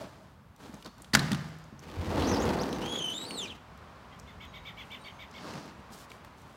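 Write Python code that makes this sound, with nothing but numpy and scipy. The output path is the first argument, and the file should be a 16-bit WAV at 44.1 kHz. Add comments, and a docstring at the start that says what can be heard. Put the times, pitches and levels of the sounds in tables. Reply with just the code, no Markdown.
"""Shoes scuff and clothes rustle by the phone over a quiet suburban yard, with small clicks from a glass patio door.
Cracks and thumps then ring the panel as the door is pulled off its latch: short noise bursts and decaying sines.
It rumbles open on its rollers (filtered impact grains) and squeals as it slows (unsteady tones with overtones).
A bird outside gives ten clucks from paired gliding voices; a farther one whistles thinly.
Traffic murmur and leaves are shaped noise."""
import sys
import numpy as np
from scipy import signal
from scipy.fft import rfft, irfft
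from scipy.io import wavfile
from scipy.ndimage import uniform_filter1d

SR = 44100
rng = np.random.default_rng(int(sys.argv[2]) if len(sys.argv) > 2 else 0)


def dump_mix(stems):
    """Bounce the given channels to the path in sys.argv[1] as a 16-bit WAV at rate SR."""
    frames = np.atleast_2d(stems).T  # one column per channel
    limited = np.clip(frames, -1, 1)  # hard clip at full scale
    pcm = np.round(limited * 32767).astype(np.int16)
    wavfile.write(sys.argv[1], SR, pcm)


N = 289464
T = np.arange(N) / SR  # time of each sample [s]

# Levels in the tables are relative: each source is balanced again in its own mix.
# latch and frame snapping: (time [s], level [dB], pitch of the contact [Hz])
SNAPS = [(1.134, -23.5, 2010), (1.137, -19, 4520), (1.141, -14.5, 4720), (1.146, -24, 2200),
         (1.15, -5, 1775), (1.152, -19, 4540), (1.17, -26.5, 1750), (1.189, -44, 4600), (1.1935, -21, 4100),
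         (1.3170, -22, 3050), (1.331, -27.5, 3560), (1.347, -29, 2930)]
# jolts of the heavy panel: (time [s], level [dB])
THUMPS = [(1.1371, -17.5), (1.1507, -19), (1.1698, -21.5), (1.3140, -20), (1.3240, -22), (1.378, -31.5),
          (1.725, -36.5)]
# colour of the latch cracks: (frequency [Hz], level [dB])
CRACK_SPECTRUM = [(150, -19), (500, -5), (1200, 2), (1550, 3), (1800, 3), (2200, -5), (4500, -2),
                  (7000, -7), (11000, -12), (16000, -23.5)]
# modes of the glazed panel: (frequency [Hz], level [dB], 60 dB decay time [s])
PANEL_MODES = [(83.3, -20, 0.73), (138.4, -5.5, 0.51), (158.9, -17.5, 1), (194.4, -4, 0.14),
               (215, 3, 0.099), (257.4, -3, 0.11), (318.6, -11.5, 0.19), (656, -15, 0.14), (986, -31, 0.16),
               (1203, -23, 0.32), (1780, -29, 0.45)]
# ring of the room behind the door: (frequency [Hz], level [dB])
ROOM_SPECTRUM = [(59, -31), (100, -9), (200, 0), (425, -15.5), (674, -12.5), (814, -15), (962, -12),
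                 (1770, -15), (2420, -21.5), (4940, -24), (15000, -45.5)]
# rumble following the door's speed, a quick shove, a long coast, a stop: (time [s], level [dB])
ROLL_CURVE = [(1.82, -54.5), (1.98, -44), (2.189, -28.5), (2.48, -29), (2.9, -37.5), (3.15, -46),
              (3.43, -44.5), (3.569, -56.5)]
# colour of the rolling panel: (frequency [Hz], level [dB])
RUMBLE_SPECTRUM = [(21, -48), (35, -11), (70, 1.5), (125, -3), (169, 0), (221, -0.5), (271, 1), (443, -5),
                   (491, -1), (543, -7.5), (918, -9.5), (1220, -15), (2000, -23), (2600, -62), (4400, -120)]
# colour of the grit in the track: (frequency [Hz], level [dB])
GRIT_SPECTRUM = [(900, 4.5), (1600, 2), (2600, 2), (4500, -2.5), (7000, -10.5), (10000, -16),
                 (15500, -19.5)]
# rollers dropping over bumps in the track: (time [s], level [dB])
BUMPS = [(1.867, -38), (1.965, -28), (1.987, -21), (2.068, -23), (2.183, -17), (2.209, -32)]
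# squeal of the slowing door, before hops and judder: (time [s], pitch [Hz], level [dB])
SQUEAL_CURVE = [(2.819, 2880, -43.5), (2.899, 3265, -36.5), (2.985, 3330, -36), (3.003, 3040, -35.5),
                (3.125, 3094, -35.5), (3.148, 3565, -37.5), (3.2, 3814, -37), (3.249, 3930, -41.5),
                (3.267, 4600, -46.5), (3.355, 4260, -44), (3.41, 3450, -34), (3.476, 2360, -48)]
# brief squeaks, before judder: (time [s], length [s], start pitch [Hz], end pitch [Hz], level [dB])
SQUEAKS = [(2.214, 0.077, 3250, 6540, -43), (2.285, 0.1, 6330, 4660, -40.5),
           (2.364, 0.076, 4380, 7060, -42), (2.59, 0.039, 3660, 6240, -40.5),
           (2.699, 0.075, 5700, 6200, -52.5), (3.473, 0.056, 3860, 2650, -46)]
# small clicks of handle, latch and track: (time [s], level [dB], centre [Hz])
TICKS = [(0.742, -39.5, 6200), (0.8248, -36, 2980), (.8471, -36, 4670), (0.861, -30, 4330),
         (.875, -44, 4670), (1.02, -35, 8200), (1.045, -36.5, 3160), (1.6403, -45.5, 6560),
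         (1.793, -38, 6250), (2.2225, -21.5, 2810), (2.4907, -25.5, 4220), (2.6343, -27.5, 4520),
         (2.7284, -25, 3970), (2.859, -33, 4070), (3.3083, -24, 2820), (4.191, -47, 5460),
         (4.1978, -37, 5920), (5.3125, -43, 5900), (5.537, -34, 2600), (6.1047, -39, 3820),
         (6.117, -31.5, 2300), (6.2477, -35, 1080)]
# bird clucks: (time [s], top of the high voice before its shake [Hz], level [dB])
CLUCKS = [(4.108, 3230, -62.5), (4.263, 3600, -56.5), (4.400, 3570, -51.5), (4.529, 3700, -50.5),
          (4.646, 3620, -47.5), (4.767, 3450, -48), (4.902, 3590, -48), (5.039, 3670, -50),
          (5.184, 3700, -49), (5.338, 3590, -51.5)]
# noisy edge of a cluck, with the phone's own harsh ring near 13 kHz: (frequency [Hz], level [dB])
RASP_SPECTRUM = [(2000, 2), (2800, 4.5), (4500, -6.5), (7000, -15), (10500, -38), (12900, -13),
                 (14500, -21)]
# thin whistles of a farther bird: (time [s], length [s], start pitch [Hz], end pitch [Hz], level [dB])
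WHISTLES = [(4.36, 0.37, 3890, 3770, -65), (4.42, .2, 6590, 6460, -72), (4.973, 0.1, 3800, 3950, -62),
            (5.032, 0.029, 4360, 4640, -53.5), (5.002, 0.036, 8460, 8780, -61.5),
            (5.066, 0.19, 6480, 6250, -71)]
# movements by the phone: (time [s], rise [s], hold [s], scuff level [dB], cloth hiss level [dB])
MOVES = [(-.16, 0.18, 0.034, -45.5, -62), (0.571, 0.033, 0.21, -50.5, -64),
         (0.843, .015, 0.022, -44.5, -77), (0.965, 0.027, 0.097, -58, -73), (4.72, 0.11, 0.31, -65, -69.5),
         (5.336, 0.12, 0.16, -43, -63), (5.906, 0.017, 0.12, -58, -54.5), (6.076, 0.027, 0.06, -57, -64),
         (6.24, 0.0046, .04, -54, -69), (6.36, .02, 0.21, -56, -67)]
# colour of the shoe scuffs: (frequency [Hz], level [dB])
SCUFF_SPECTRUM = [(47, -30), (80, -11), (188, 1), (255, -4), (285, 2), (355, -6.5), (627, -7), (684, -10.5),
                  (833, -7.5), (1720, -14.5), (1960, -18.5), (2180, -20), (4500, -22.5), (15000, -47)]
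# colour of the sliding fabric: (frequency [Hz], level [dB])
CLOTH_SPECTRUM = [(1500, -15), (3000, -1.5), (5000, -2), (7500, -3), (12000, -9.5), (15500, -12)]
# weight shifting on the boards: (time [s], level [dB], pitch [Hz])
FOOTFALLS = [(.694, -31.5, 236), (0.739, -32.5, 208), (.882, -34.5, 170), (5.451, -40, 280),
             (5.794, -36.5, 216), (5.904, -35, 199)]
# rubbing strokes of sole and sleeve, and one rasp of the door on its track:
# (time [s], length [s], resonance [Hz], sharpness [Q], level [dB])
RUBS = [(0, 0.093, 610, 5, -47), (0.12, 0.16, 640, 3.4, -60.5), (2.165, 0.14, 3360, 1.2, -46.5),
        (5.326, 0.38, 4650, 1.9, -57)]
# colour of the open yard: (frequency [Hz], level [dB])
YARD_SPECTRUM = [(15, -4), (25, -16.5), (71, -1.5), (122, -5), (204, -5.5), (246, -7.5), (331, -15),
                 (368, -12.5), (469, -13), (631, -11.5), (684, -12.5), (1080, -9.5), (1950, -20),
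                 (5010, -31), (15500, -54.5)]
# the open air as the phone leans out of the doorway: (time [s], level [dB])
OPEN_AIR_CURVE = [(0, -5), (.5, -8.5), (1.699, -4), (3.6, -0.5), (5.801, 1), (6.56, -3.5)]

# drumming: level against the rumble [dB], and its fade as the door travels [dB/s]
DRUM_DB, DRUM_FADE_DB_PER_S = -1.5, 11
# grit: relative level at full speed [dB], and its change per dB of rumble
GRIT_DB, GRIT_FOLLOW = -46, 0.59
# judder scale, as a share of the pitch, at a reference pitch [Hz]; higher squeals hold steadier
JUDDER, JUDDER_AT_HZ, JUDDER_POWER = 0.01406, 3100, 2.49
# pitch hops up or down, as a share at the same reference pitch, and rate of fresh draws [1/s]
HOP, HOPS_PER_S = 0.0162, 70
# a second, scraping contact: judder scale as a share, and level against the squeal [dB]
FRAY, FRAY_DB = .06, -11
# stray clicks: average rate [1/s], relative level [dB], centre [Hz]
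FAINT_TICKS_PER_S, FAINT_TICK_DB, FAINT_TICK_HZ = 3, -45, 6000
# loudest cluck: length [s] and top of its low voice [Hz]; softer clucks are shorter, their low voice lower
CLUCK_S, LOW_VOICE_HZ = .063, 2312
CLUCK_S_PER_DB, LOW_VOICE_HZ_PER_DB = .001, 17
WALL_S, WALL_DB = 0.023, -6.5  # slap of the house wall: delay [s], level before the echo mix [dB]
# movement: depth of the swell [dB], loss during the hold [dB], fall time per rise time
MOVE_RANGE_DB, MOVE_SAG_DB, MOVE_FALL = 19, 4, 1.65
YARD_DB = -51  # yard noise before the murmur and open-air changes [dB]
# far traffic: level against the yard noise [dB], and its one swell: centre [s], width [s], height [dB]
MURMUR_DB, SWELL_AT_S, SWELL_WIDTH_S, SWELL_DB = -1.5, 4.5, 0.62, 5.5
HISS_DB = -77  # steady microphone hiss, before the phone's filters [dB]
TOP_HZ = 15850  # top of the phone's range [Hz]


def undb(db):
    """Decibels to gain."""
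    return 10 ** (np.asarray(db) / 20)


def unit(x):
    """Scale to rms 1."""
    return x / np.sqrt(np.mean(x ** 2))


def add(out, s, x):
    """Mix x into out from time s."""
    i = int(s * SR)
    out[i:i + len(x)] += x[:max(N - i, 0)]


def fader(s, db):
    """Gain along a level curve, closed softly outside it."""
    curve_db = np.interp(T, s, db, left=-150, right=-150)
    return uniform_filter1d(undb(curve_db), size=400)


def colour(x, points):
    """Causal minimum-phase filter with the given (Hz, dB) spectrum, rolled off beyond both ends."""
    hz, db = np.transpose(points)
    size = 8192
    f = np.maximum(np.arange(size // 2 + 1) * SR / size, 1)
    octaves_below = np.log2(hz[0] / f).clip(0, 2)
    octaves_above = np.maximum(np.log2(f / hz[-1]), 0)
    level_db = np.interp(np.log(f), np.log(hz), db) - 24 * octaves_below - 24 * octaves_above
    # folding the cepstrum puts the filter's energy as early as it can be
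    cepstrum = irfft(np.log(undb(level_db)))
    cepstrum[1:size // 2] *= 2
    cepstrum[size // 2 + 1:] = 0
    impulse = irfft(np.exp(rfft(cepstrum)))
    return signal.fftconvolve(x, impulse)[:len(x)]


def resonance(x, hz, q):
    """One resonance, gain 1 at its centre."""
    b, a = signal.iirpeak(min(hz, SR / 3), max(q, 1), fs=SR)
    return signal.lfilter(b, a, x)


def butter(x, order, hz, kind="low"):
    """Forward Butterworth filter."""
    return signal.sosfilt(signal.butter(order, hz, kind, fs=SR, output="sos"), x)


def walk(rate):
    """Smooth random wander with fresh draws at the given rate, spread near 1."""
    k = max(int(SR / rate), 2)
    steps = np.repeat(rng.standard_normal(N // k + 1), k)
    return unit(uniform_filter1d(steps, k)[:N])


def grains(rate, spread_db):
    """Dense tiny impacts of uneven size, rms 1."""
    size = undb(spread_db * np.minimum(rng.exponential(size=N), 5))
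    hits = rng.random(N) < rate / SR
    return unit(hits * size * rng.standard_normal(N))


def fade(t, t60):
    """Exponential ring-down, 60 dB in t60 seconds."""
    return np.exp(-np.log(1000) * t / t60)


def echo(x, t60, delay):
    """Diffuse reflections of x through a decaying noise tail of unit energy."""
    t = T[:SR]
    tail = rng.standard_normal(SR) * fade(t, t60) * (t > delay)
    return signal.fftconvolve(x, tail / np.linalg.norm(tail))[:N]


def contact(hz, t60, q, broad, tone):
    """A short burst of crowded modes, with one clear mode at hz."""
    t = T[:SR // 10]
    noise = rng.standard_normal(len(t))
    crowd = unit(resonance(noise, hz, q) + broad * noise)
    burst = (crowd + tone * np.sin(2 * np.pi * hz * t)) * fade(t, t60)
    # energy grows with ring time
    return burst / np.linalg.norm(burst) * np.sqrt(t60 * SR / 100)


def knocks():
    """The latch lets go in a cluster of cracks; the glazed panel booms and the room rings on."""
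    cracks, pushes, t = np.zeros(N), np.zeros(N), T[:SR]
    for s, crack_db, hz in SNAPS:
        add(cracks, s, undb(crack_db) * contact(hz, t60=0.024, q=2.9, broad=0.69, tone=0.43))
    for s, thump_db in THUMPS:
        add(pushes, s, undb([thump_db]))
    ring = sum(undb(db) * np.cos(2 * np.pi * hz * t) * fade(t, t60) for hz, db, t60 in PANEL_MODES)
    soft_onset = 1 - np.exp(-t / 0.0022)
    boom = undb(-4.5) * signal.fftconvolve(pushes, ring * soft_onset)[:N]
    boom = boom + undb(-9.5) * echo(boom, t60=.75, delay=.02)
    # loose glass and screen keep chattering, so the tail is ever-changing
    chatter_decay = fade(t, t60=0.53) * (t > .006)
    chatter_power = np.abs(signal.fftconvolve(cracks ** 2, chatter_decay)[:N]) / SR
    chatter_noise = unit(colour(grains(rate=6000, spread_db=0.5), ROOM_SPECTRUM))
    chatter = undb(8.5) * np.sqrt(chatter_power) * chatter_noise
    room = undb(14) * colour(echo(cracks, t60=1.0, delay=0.002), ROOM_SPECTRUM)
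    return undb(10.5) * colour(cracks, CRACK_SPECTRUM) + boom + chatter + room


def rollers():
    """Rollers rattle the panel over a gritty track; the heavy glass drums underneath."""
    s, rumble_db = np.transpose(ROLL_CURVE)
    deep_db = rumble_db + DRUM_DB - DRUM_FADE_DB_PER_S * (s - s[0])
    grit_db = GRIT_DB + GRIT_FOLLOW * (rumble_db - rumble_db.max())
    shake = colour(grains(rate=6000, spread_db=1.5), RUMBLE_SPECTRUM) * undb(.6 * walk(40))
    deep = unit(butter(shake, 4, 125))
    light = unit(butter(shake, 4, 160, "high"))
    grit = unit(colour(grains(rate=5000, spread_db=2.8), GRIT_SPECTRUM))
    grit = grit * undb(1.5 * walk(90) + 1.2 * walk(22))
    # each bump rings the lowest panel mode
    bumps, t = np.zeros(N), T[:SR // 2]
    for at, db in BUMPS:
        add(bumps, at, undb(db) * np.sin(2 * np.pi * PANEL_MODES[0][0] * t) * fade(t, t60=0.17))
    return (light * fader(s, rumble_db) + undb(-2.5) * deep * fader(s, deep_db)
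            + undb(3.0) * grit * fader(s, grit_db) + undb(-4.5) * bumps)


def stick_slip(hz, jitter, second_db, third_db, fourth_db):
    """An unsteady friction tone with three overtones that come and go; fast flutter frays each into a scrape."""
    judder = jitter * (.9 * walk(150) + 1.2 * walk(1100))
    phase = 2 * np.pi * np.cumsum(hz * (1 + judder)) / SR
    flutter = undb(2.5 * walk(140))
    tone = np.zeros(N)
    for k, db in enumerate((0, second_db, third_db, fourth_db), 1):
        level = undb(db + 1.3 * k * walk(80))
        fray = 1 + .13 * k * walk(1500)
        in_range = k * hz < TOP_HZ
        tone += level * fray * np.sin(k * phase) * in_range
    return flutter * tone


def squeal():
    """The runner catches in short squeaks, then sings and scrapes as the door slows."""
    s, hz, db = np.transpose(SQUEAL_CURVE)
    note = np.interp(T, s, hz)
    unrest = (JUDDER_AT_HZ / note) ** JUDDER_POWER
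    note = note * (1 + HOP * unrest * np.sign(walk(HOPS_PER_S)))  # the pitch catches and hops
    clear = stick_slip(note, JUDDER * unrest, second_db=-13, third_db=-27, fourth_db=-34)
    scrape = stick_slip(note, FRAY, second_db=-15.5, third_db=-23, fourth_db=-36)
    song = (clear + undb(FRAY_DB) * scrape) * fader(s, db)
    # the metal track favours the overtones that cross its ring
    song = song + undb(4.5) * resonance(song, hz=8550, q=5.7)
    pitch, gain = np.full(N, hz[0]), np.zeros(N)
    for at, length, start_hz, end_hz, level_db in SQUEAKS:
        glide = np.interp(T, [at, at + length], [start_hz, end_hz])
        pitch = np.where(T >= at, glide, pitch)
        gain = np.maximum(gain, fader([at, at + length], [level_db, level_db]))
    squeaks = gain * stick_slip(pitch, jitter=.04, second_db=-22, third_db=-32, fourth_db=-35)
    direct = song + squeaks
    return direct + undb(-12) * echo(direct, t60=.4, delay=.005)


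def ticks():
    """Light clicks of loose metal and plastic, with randomly timed strays among them."""
    out = np.zeros(N)
    for s, db, hz in TICKS:
        add(out, s, undb(db) * contact(hz, t60=0.019, q=2.8, broad=0.033, tone=0.69))
    strays = (rng.random(N) < FAINT_TICKS_PER_S / SR) * rng.uniform(0.71, 1, N)
    stray_click = contact(FAINT_TICK_HZ, t60=0.016, q=1.4, broad=0.45, tone=.3)
    out += undb(FAINT_TICK_DB) * signal.fftconvolve(strays, stray_click)[:N]
    return out + undb(-8.0) * echo(out, t60=1.0, delay=0.0038)


def bird():
    """Both sides of the syrinx sound at once, each in its own arch, with a rasp; house and trees echo the cluck."""
    out, effort = np.zeros(N), np.zeros(N)
    loudest_db = max(db for _, _, db in CLUCKS)
    for s, high_hz, db in CLUCKS:
        length = CLUCK_S + CLUCK_S_PER_DB * (db - loudest_db)
        low_hz = LOW_VOICE_HZ + LOW_VOICE_HZ_PER_DB * (db - loudest_db)
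        u = np.linspace(0, 1, int(length * SR))  # progress through the cluck
        swell = undb(db) * np.abs(np.sin(np.pi * u)) ** .65
        add(effort, s, swell)
        for top_hz, sag, crest, voice_db in ((low_hz, .6, .36, 1), (high_hz, 1.6, .45, -3)):
            arch = 1 - sag * (u - crest) ** 2
            hz = top_hz * arch * (1 + .012 * walk(700)[:len(u)])
            shake = undb(3 * walk(160)[:len(u)])
            voice = np.sin(2 * np.pi * np.cumsum(hz) / SR)
            add(out, s, undb(voice_db) * shake * swell * voice)
    # the rasp carries the phone's harsh ring as well as the noisy edge
    rasp = unit(colour(rng.standard_normal(N), RASP_SPECTRUM))
    out = out + undb(3.5) * resonance(out, hz=3170, q=15.3) + undb(-5.5) * effort * rasp
    walls = undb(-8) * echo(out, t60=.22, delay=.01)
    add(walls, WALL_S, undb(WALL_DB) * out)
    return undb(-.5) * (out + walls)


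def gesture(s, rise, hold, db):
    """Gain of one movement: it swells, sags a little while it lasts, and dies away."""
    times = s + np.cumsum([0, rise, hold, MOVE_FALL * rise])
    return fader(times, db - np.array([MOVE_RANGE_DB, 0, MOVE_SAG_DB, MOVE_RANGE_DB]))


def movement():
    """Shoes scuff and fabric slides in fine grains."""
    scuff = unit(colour(grains(rate=5000, spread_db=1.5), SCUFF_SPECTRUM)) * undb(1.9 * walk(25))
    cloth = unit(colour(grains(rate=8400, spread_db=0.0), CLOTH_SPECTRUM)) * undb(1.0 * walk(40))
    out = np.zeros(N)
    for s, rise, hold, scuff_db, cloth_db in MOVES:
        out += scuff * gesture(s, rise, hold, scuff_db)
        out += cloth * gesture(s, rise, hold, cloth_db)
    return out


def footfalls():
    """Soft weight shifts thud on the boards as short, pitched bursts."""
    out = np.zeros(N)
    for s, db, hz in FOOTFALLS:
        add(out, s, undb(db) * contact(hz, t60=0.072, q=12.0, broad=0, tone=0.93))
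    return out


def rubs():
    """Sole and sleeve rub and the door rasps once on its track: fine grains, each stroke through a resonance twice."""
    out = np.zeros(N)
    for s, length, hz, q, db in RUBS:
        rough = grains(rate=6200, spread_db=1.5)
        stroke = unit(resonance(resonance(rough, hz, q), hz, q))
        times = [s, s + length / 3, s + 2 * length / 3, s + length]
        out += stroke * fader(times, [db - 5, db, db, db - 7.5])
    return out


def far_bird():
    """Faint gliding whistles, blurred by distance into a diffuse echo."""
    out = np.zeros(N)
    for s, length, start_hz, end_hz, db in WHISTLES:
        hz = np.linspace(start_hz, end_hz, int(length * SR))
        whistle = np.hanning(len(hz)) * np.sin(2 * np.pi * np.cumsum(hz) / SR)
        add(out, s, undb(db) * whistle)
    return out + echo(out, t60=0.28, delay=0.0052)


def yard():
    """A low murmur of far traffic that swells once, and leaves that grow clearer in the open doorway."""
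    s, air_db = np.transpose(OPEN_AIR_CURVE)
    murmur_db = MURMUR_DB + SWELL_DB * np.exp(-((T - SWELL_AT_S) / SWELL_WIDTH_S) ** 2)
    air = undb(YARD_DB) * unit(colour(rng.standard_normal(N), YARD_SPECTRUM))
    # zero-phase split, so the leaves are what remains above the murmur
    bass = signal.sosfiltfilt(signal.butter(4, 220, fs=SR, output="sos"), air)
    leaves = air - bass
    throb_db, gust_db = 1.2 * walk(9), .5 * walk(4)
    return bass * undb(murmur_db + throb_db) + leaves * undb(np.interp(T, s, air_db) + gust_db)


def scene():
    """Everything at the one microphone."""
    door = knocks() + rollers() + squeal() + ticks()
    strokes_and_steps = movement() + footfalls() + rubs()
    hiss = undb(HISS_DB) * rng.standard_normal(N)
    return (door + bird() + strokes_and_steps + far_bird() + yard() + hiss)[None]


def record(dry):
    """The phone drops the deepest bass and cuts the top."""
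    thin = butter(dry, 6, 41, "high")
    return signal.sosfilt(signal.ellip(10, .2, 70, TOP_HZ, fs=SR, output="sos"), thin)


dry = scene()
out = record(dry)
dump_mix(out)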